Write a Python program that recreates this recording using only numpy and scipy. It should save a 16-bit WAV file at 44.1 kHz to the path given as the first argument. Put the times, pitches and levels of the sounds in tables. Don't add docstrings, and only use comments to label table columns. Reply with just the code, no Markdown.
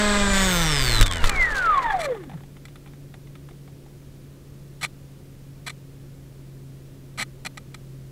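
import sys
import numpy as np
from scipy import signal
from scipy.fft import rfft, irfft, next_fast_len
from scipy.io import wavfile
from scipy.ndimage import uniform_filter1d

SR = 44100
rng = np.random.default_rng(int(sys.argv[2]) if len(sys.argv) > 2 else 0)


def output_pcm(signal):
    pcm = np.clip(np.atleast_2d(signal).T, -1, 1) * 32767
    wavfile.write(sys.argv[1], SR, np.round(pcm).astype(np.int16))


N = 357651
TIME = np.arange(N) / SR
HZ = np.fft.rfftfreq(8192, 1 / SR)


def motor():
    speed = shaft_speed()
    turns = np.cumsum(speed) / SR
    tones = propeller(turns, speed) + whine(turns, speed) + controller(turns)
    noises = churn(turns, speed) + rattle_brightness(rattle(turns, speed)) + chatter(turns, speed)
    return (tones + noises) * fading(2.4, db_per_s=300)


# t/s, f/Hz
SHAFT_RATE = [(0, 209.7), (.2, 202.9), (.45, 190), (.6, 168.5), (.7, 153.5), (.8, 135.3), (.9, 119.7),
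              (1, 107.2), (1.1, 92)]
def shaft_speed(stop_s=2.477, friction_hz_per_s=36.17, drag=15.6, drag_power=3.12):
    time_left = np.maximum(stop_s - TIME, 0)
    coasting = friction_hz_per_s * time_left + drag * time_left ** drag_power
    speed = np.where(TIME < SHAFT_RATE[-1][0], curve(SHAFT_RATE), coasting)
    return np.maximum(uniform_filter1d(speed, size=1500), .5)


# multiple of the shaft rate, relative level/dB
PROPELLER_HARMONICS = [(1, -1), (2, -9.5), (3, -7.5), (4, -15.5), (5, -12.5), (6, -12), (7, -13.5),
                       (8, -8.5), (9, -13.5), (10, -12.5), (12, -15)]
def propeller(turns, speed, shake_db=-24, knee_hz=58, flutter=0.083, mellow_db=8):
    share = speed / speed[0]
    sway = .005 * wander(25)
    tones = np.zeros(N)
    for order, db in PROPELLER_HARMONICS:
        phase = 2 * np.pi * (order * (turns + sway) + rng.random())
        level = gain_of(db - mellow_db * (1 - share) * np.log(order))
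        tones += level * np.cos(phase) * (1 + flutter * order ** 0.87 * wander(35))
    shake = gain_of(shake_db) * share ** 0.83 / np.hypot(1, (knee_hz / speed) ** 2)
    return np.sqrt(2) * shake * tones


# multiple of the shaft rate, relative level/dB
COGGING_HARMONICS = [(12, -16), (18, -17), (24, -18.5), (26, -28), (28, -20.5), (36, 3), (38, -13),
                     (44, -26)]
# f/Hz, width/Hz, gain/dB
FUSELAGE_MODES = [(153, 13.6, -33.5), (267, 14, -38.5), (514, 55.4, -28.5), (765, 94, -25), (936, 24, -26),
                  (1085, 23, -20), (1280, 110, -21), (1503, 189, -27), (2024, 122, -20), (4020, 540, -31),
                  (5230, 940, -37), (6790, 380, -35)]
def whine(turns, speed, flutter=0.044, judder=0.22, rasp=0.17):
    response = resonant(FUSELAGE_MODES, order=2)
    tones = np.zeros(N)
    for order, db in COGGING_HARMONICS:
        level = gain_of(db) * np.interp(order * speed, HZ, response)
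        tones += level * np.cos(2 * np.pi * (order * turns + rng.random()))
    slowness = np.exp(-(speed / 36) ** 4)
    wobble = flutter * (1 + speed / 60) * wander(50)
    stumble = judder * (np.cos(2 * np.pi * turns) + 0.88 * wander(100)) + rasp * wander(354)
    return np.sqrt(2) * tones * (1 + wobble + slowness * stumble)


def controller(turns, switching_hz=8016, level_db=-33.5, throttle_off_s=0.52):
    pulsing = 1 + 0.18 * np.cos(2 * np.pi * turns) + 0.17 * wander(250)
    tone = np.cos(2 * np.pi * switching_hz * TIME) * pulsing
    return gain_of(level_db) * fading(throttle_off_s, db_per_s=1000) * tone


# t/s, level/dB
CHURN_ENVELOPE = [(0, -26), (.35, -27.5), (.78, -30.5), (1, -25.5), (1.08, -34), (1.25, -28), (1.8, -30),
                  (2.08, -40.5), (2.25, -58)]
# f/Hz, relative level/dB
CHURN_SPECTRUM = [(150, -49), (250, -11), (364, -18.5), (404, -10), (513, -11.5), (609, -11), (699, -15),
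                  (829, -13.5), (1650, -7.5), (2700, -15), (3620, -9), (5370, -19), (8100, -18),
                  (8820, -26), (15000, -43.5)]
def churn(turns, speed, throb=0.31, dull_hz=2400):
    roughness = grit(9000, spread_db=0.99) * (1 + throb * np.cos(2 * np.pi * turns))
    bright = colour(roughness, smooth(CHURN_SPECTRUM))
    dull = signal.sosfilt(signal.butter(4, dull_hz, fs=SR, output="sos"), bright)
    share = (speed / speed.max()) ** 1.76
    return gain_of(curve(CHURN_ENVELOPE)) * (share * bright + (1 - share) * dull)


# t/s, duration/s, relative level/dB
RATTLE_BOUTS = [(.335, 0.69, -27.5), (1.062, 0.017, -30.5), (1.112, 0.028, -30.5), (1.153, .028, -35.5)]
# f/Hz, width/Hz, relative gain/dB
MOUNT_MODES = [(926, 1200, -13.5), (2010, 870, -0.5), (3010, 250, 1.5), (3550, 178, 4), (4000, 200, -4),
               (4240, 510, -4), (4800, 280, -7), (5420, 320, -3), (6240, 420, -6.5), (7350, 570, -3),
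               (8220, 380, -0.5), (9570, 710, -12), (10800, 1100, -23), (11200, 1400, -26.5),
               (11800, 930, -17.5), (13550, 900, -13.5), (14800, 700, -18)]
def rattle(turns, speed, bounce_s=0.000702, bounce=0.31, scrape_s=0.00089, shiver_s=0.0031):
    hit_samples = np.interp(np.arange(1, turns[-1]), turns, np.arange(N))
    sizes = 1 + 0.1 * rng.standard_normal(len(hit_samples))
    places = np.r_[hit_samples, hit_samples + bounce_s * SR]
    blows, taps = np.zeros(N), np.arange(-8, 9)
    for place, size in zip(places, np.r_[sizes, -bounce * sizes]):
        impulse = np.sinc(taps - place % 1) * np.hanning(len(taps))
        add(blows, (int(place) + taps[0]) / SR, size * impulse)
    since_hit = turns % 1 / speed
    scrape = np.exp(-since_hit / scrape_s) * rng.standard_normal(N) / np.sqrt(scrape_s * SR / 2)
    shiver = np.exp(-since_hit / shiver_s) * rng.standard_normal(N) / np.sqrt(shiver_s * SR / 2)
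    blows += 0.089 * scrape + 0.39 * colour(shiver, 1 / (1 + (HZ / 3000) ** 4))
    for pole in [.6, -.6] * 4:
        blows = signal.lfilter([pole, 0, 1], [1, 0, pole], blows)
    ringing = colour(blows * np.sqrt(SR / speed), resonant(MOUNT_MODES))
    return bouts(RATTLE_BOUTS, attack_s=0.0042, release_s=.004) * ringing


# t/s, gain/dB
TREBLE_GAIN = [(.36, -8), (.42, -1), (.48, -1), (.53, 8), (.62, 2), (.76, -19), (.83, 4), (1, -3),
               (1.1, -15)]
def rattle_brightness(sound, edge_hz=12700):
    hz = np.fft.rfftfreq(N, 1 / SR)
    treble = irfft(rfft(sound) / (1 + (edge_hz / (hz + 1)) ** 20), N)
    return sound + (gain_of(curve(TREBLE_GAIN)) - 1) * treble


# t/s, duration/s, relative level/dB
SQUEAL_BOUTS = [(1.737, 0.043, -33), (1.84, .025, -33), (1.905, 0.014, -26)]
# f/Hz, width/Hz, relative gain/dB
NOSE_MODES = [(854, 70, 7), (1190, 120, 10), (1772, 160, 6), (2033, 210, -0.5), (2330, 72, -9),
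              (3490, 220, -10)]
def chatter(turns, speed, cogs=36, strongest_at_hz=21, width_octaves=0.79):
    snaps = np.diff(np.floor(cogs * turns), prepend=0) * (1 + 0.47 * rng.standard_normal(N))
    snaps *= 1 + 0.91 * np.cos(4 * np.pi * turns)
    force = gain_of(-39) * np.exp(-(np.log2(speed / strongest_at_hz) / width_octaves) ** 2)
    force += bouts(SQUEAL_BOUTS, attack_s=0.0058, release_s=0.013)
    return force * colour(snaps * np.sqrt(SR / (cogs * speed)), resonant(NOSE_MODES))


# t/s, relative level/dB, half period/s
BELLY_BUMPS = [(1.005, -2, 0.015), (1.232, -8, 0.0258)]
# t/s, relative level/dB, decay time/s
FRAME_KNOCKS = [(1.0112, 2, 0.0015), (1.0135, 2.5, 0.00074), (1.024, -12, .002), (1.028, -1.5, 0.0008),
                (1.063, -11.5, 0.002), (1.258, -21, 0.0025), (1.2945, -9, .0018), (1.297, -10.5, 0.00098)]
# f/Hz, width/Hz, relative gain/dB
AIRFRAME_MODES = [(176, 73, -1.5), (783, 360, -7.5), (1240, 99, 1), (1510, 260, -6), (2006, 260, 0),
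                  (2330, 140, 1.5), (2990, 270, -8.5), (3450, 190, -4), (4040, 360, -5.5),
                  (4650, 440, -13.5), (5440, 280, -13.5), (5910, 220, -10), (7070, 870, -16),
                  (7840, 380, -9), (8760, 690, -15), (10560, 1600, -19.5), (12170, 990, -26),
                  (14760, 1200, -31)]
def landing(wing_hz=103, wing_decay_s=0.03):
    bumps, t = np.zeros(N), TIME[:SR // 4]
    wing = gain_of(-13) * np.sin(2 * np.pi * wing_hz * t) * np.exp(-t / wing_decay_s)
    for s, db, half_period in BELLY_BUMPS:
        push = np.sin(np.pi * t / half_period) * np.exp(-(t / (1.94 * half_period)) ** 2)
        add(bumps, s, gain_of(db) * (push + wing))
    response = resonant(AIRFRAME_MODES) + 0.7 * resonant(MOUNT_MODES)
    return bumps + gain_of(-5) * colour(strikes(FRAME_KNOCKS), response)


# t/s, duration/s, level/dB
GRASS_TUFTS = [(1.02, 0.018, -36), (1.235, 0.051, -44), (1.42, 0.026, -45), (1.555, 0.032, -41.5),
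               (1.652, 0.0051, -46)]
# f/Hz, relative level/dB
GRASS_SPECTRUM = [(1530, -28), (2600, -10.5), (4190, -6.5), (5250, -13), (5960, -13), (7800, -14),
                  (9680, -21), (15500, -31.5)]
def slide(start_s=1.2, rest_s=2.05, rub_db=-43.5, patchy_db=4.5):
    rub = gain_of(rub_db) * (TIME > start_s) * fading(start_s, db_per_s=15)
    rub *= fading(rest_s, db_per_s=100)
    tufts = bouts(GRASS_TUFTS, attack_s=0.0037, release_s=0.0054)
    force = (rub + tufts) * gain_of(patchy_db * wander(59.7))
    return force * colour(grit(1300, spread_db=1.7), smooth(GRASS_SPECTRUM))


# t/s, relative level/dB
AIRFRAME_TICKS = [(1.241, -14.5), (1.906, -22), (2.091, -33), (2.148, -30.5), (2.237, -34), (2.295, -29),
                  (2.315, -35), (2.337, -36), (2.374, -39), (2.435, -39), (2.757, -35), (2.935, -40),
                  (3.14, -37), (3.354, -41), (3.51, -40.5), (3.677, -38), (3.861, -42.5)]
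# f/Hz, width/Hz, relative gain/dB
BELLY_MODES = [(803, 143, 10), (1260, 110, -19), (1800, 290, -4), (2370, 300, -9.5), (3240, 310, -12)]
WING_MODES = [(1195, 390, 6), (2100, 620, 3), (2950, 290, -0.5), (3560, 270, 2), (4070, 280, -5),
              (7700, 7500, -15.5)]
def ticks(start_s=2.1, end_s=3.6, count=14, decay_s=.0055):
    time_chance, level_chance = rng.random((count, 2)).T
    delay = (end_s - start_s) * ((np.arange(count) + time_chance) / count) ** 2
    random_ticks = zip(start_s + delay, -38 - 0.5 * delay + 2 * (2 * level_chance - 1))
    hits = [(s, db, decay_s) for s, db in [*AIRFRAME_TICKS, *random_ticks]]
    toward_belly = gain_of(4.5 * wander(3.1))
    belly = colour(strikes(hits) * toward_belly, resonant(BELLY_MODES))
    wing = colour(strikes(hits) / toward_belly, resonant(WING_MODES))
    return gain_of(-11) * (belly + wing)


# t/s, run time/s, level at full speed/dB
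SERVO_TWITCHES = [(1.991, 0.027, -29.5), (2.028, 0.03, -28.5), (2.653, 0.0014, -38.5), (4.811, 0.012, -34),
                  (4.829, 0.019, -21.5), (4.857, 0.0037, -37), (5.664, 0.018, -28), (5.695, .009, -33),
                  (7.176, 0.027, -27), (7.207, 0.021, -24.5), (7.4495, 0.0048, -31), (7.461, 0.007, -27.5),
                  (7.573, 0.0056, -33.5), (7.744, 0.0031, -35.5)]
# f/Hz, width/Hz, relative gain/dB
GEAR_BANDS = [(2030, 300, -4), (2390, 300, -5.5), (4190, 90, -4)]
def servos(climb_db_per_s=378, coast_s=0.0038):
    force, t = np.zeros(N), TIME[:SR // 10]
    for s, run_s, db in SERVO_TWITCHES:
        climb = gain_of(db - climb_db_per_s * np.maximum(run_s - t, 0))
        coast = np.exp(-np.maximum(t - run_s, 0) / coast_s)
        add(force, s, climb * coast)
    teeth = colour(force * grit(7000, spread_db=2.8), resonant(AIRFRAME_MODES))
    song_level = force * np.sqrt(force / force.max())
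    song = colour(song_level * rng.standard_normal(N), resonant(GEAR_BANDS))
    return teeth + gain_of(-3) * song


# t/s, relative level/dB
ENGINE_ENVELOPE = [(1.2, -48), (2.2, -42), (3.5, -41.5), (5.2, -43.5), (5.8, -41), (6.9, -39), (7.5, -41.5),
                   (8.1, -41)]
# multiple of the fundamental, relative level/dB
ENGINE_HARMONICS = [(1, -3.5), (2, -18), (3, -28)]
def far_engine(start_hz=144.4, sag_hz_per_s=1.29, waver=0.16):
    turns = np.cumsum(start_hz - sag_hz_per_s * TIME) / SR
    tones = np.zeros(N)
    for order, db in ENGINE_HARMONICS:
        phase = 2 * np.pi * order * turns + .2 * wander(5)
        tones += gain_of(db) * np.cos(phase) * (1 + waver * wander(4.6))
    return np.sqrt(2) * gain_of(curve(ENGINE_ENVELOPE)) * tones


# f/Hz, relative level/dB
WIND_SPECTRUM = [(7.1, -33), (12, 9), (30, -2.5), (45, -7.5), (70, -18.5), (130, -20), (170, -43.5),
                 (290, -120)]
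FIELD_SPECTRUM = [(8.8, -36.5), (15, -6.5), (106, -11), (122, -12), (141, -13), (163, -10), (239, -17),
                  (276, -13.5), (301, -19.5), (359, -13.5), (391, -21), (524, -22.5), (765, -34),
                  (14100, -44.5), (15800, -45)]
def air(wind_db=-26, gusty_db=2.5, slowing_s=1.37, field_db=-46.5):
    wind = gain_of(wind_db + gusty_db * wander(6)) * fading(slowing_s, db_per_s=34)
    return wind * hiss(WIND_SPECTRUM) + gain_of(field_db) * hiss(FIELD_SPECTRUM)


def gain_of(db):
    return 10 ** (np.asarray(db) / 20)


def unit_rms(x):
    return x / np.sqrt(np.mean(x ** 2) + 1e-20)


def curve(rows):
    return np.interp(TIME, *np.transpose(rows))


def fading(s, db_per_s):
    return gain_of(-db_per_s * np.maximum(TIME - s, 0))


def bouts(rows, attack_s, release_s):
    envelope = np.zeros(N)
    for s, length, db in rows:
        before, after = np.maximum(s - TIME, 0), np.maximum(TIME - s - length, 0)
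        envelope += gain_of(db) * np.exp(-before / attack_s - after / release_s)
    return envelope


def wander(hz):
    size = next_fast_len(N)
    spectrum = rfft(rng.standard_normal(size))
    low_pass = np.exp(-(np.fft.rfftfreq(size, 1 / SR) / hz) ** 2)
    return unit_rms(irfft(spectrum * low_pass, size)[:N])


def smooth(points):
    hz, db = np.transpose(points)
    return gain_of(np.interp(np.log(HZ + 1), np.log(hz + 1), db))


def resonant(modes, order=3):
    powers = (gain_of(2 * db) / (1 + ((HZ - hz) / width) ** 2) ** order for hz, width, db in modes)
    return np.sqrt(sum(powers))


def colour(x, gain):
    log_gain = np.log(np.maximum(np.r_[gain, gain[-2:0:-1]], 1e-5))
    taps = np.fft.ifft(np.exp(signal.hilbert(log_gain).conj())).real[:len(HZ)]
    return signal.oaconvolve(x, taps / np.linalg.norm(taps))[:N]


def hiss(points):
    return colour(rng.standard_normal(N), smooth(points))


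def grit(per_s, spread_db):
    size = gain_of(spread_db * np.minimum(rng.exponential(1, N), 4))
    return unit_rms(size * rng.choice([-1, 1], N) * (rng.random(N) < per_s / SR))


def strikes(rows):
    force, t = np.zeros(N), TIME[:SR // 20]
    for s, db, decay_s in rows:
        add(force, s, gain_of(db) * np.exp(-t / decay_s))
    return force * grit(14000, spread_db=0.45)


def add(mix, s, sound):
    part = mix[round(s * SR):][:len(sound)]
    part += sound[:len(part)]


def scene():
    return (motor() + landing() + slide() + ticks() + servos() + far_engine() + air())[None]


def record(dry, ceiling=0.51, edge_hz=15750):
    limited = dry / (1 + (dry / ceiling) ** 8) ** (1 / 8)
    low_pass = signal.firwin(511, edge_hz, window=("kaiser", 9), fs=SR)
    return signal.oaconvolve(limited, low_pass[None], "same")


dry = scene()
out = record(dry)
output_pcm(out)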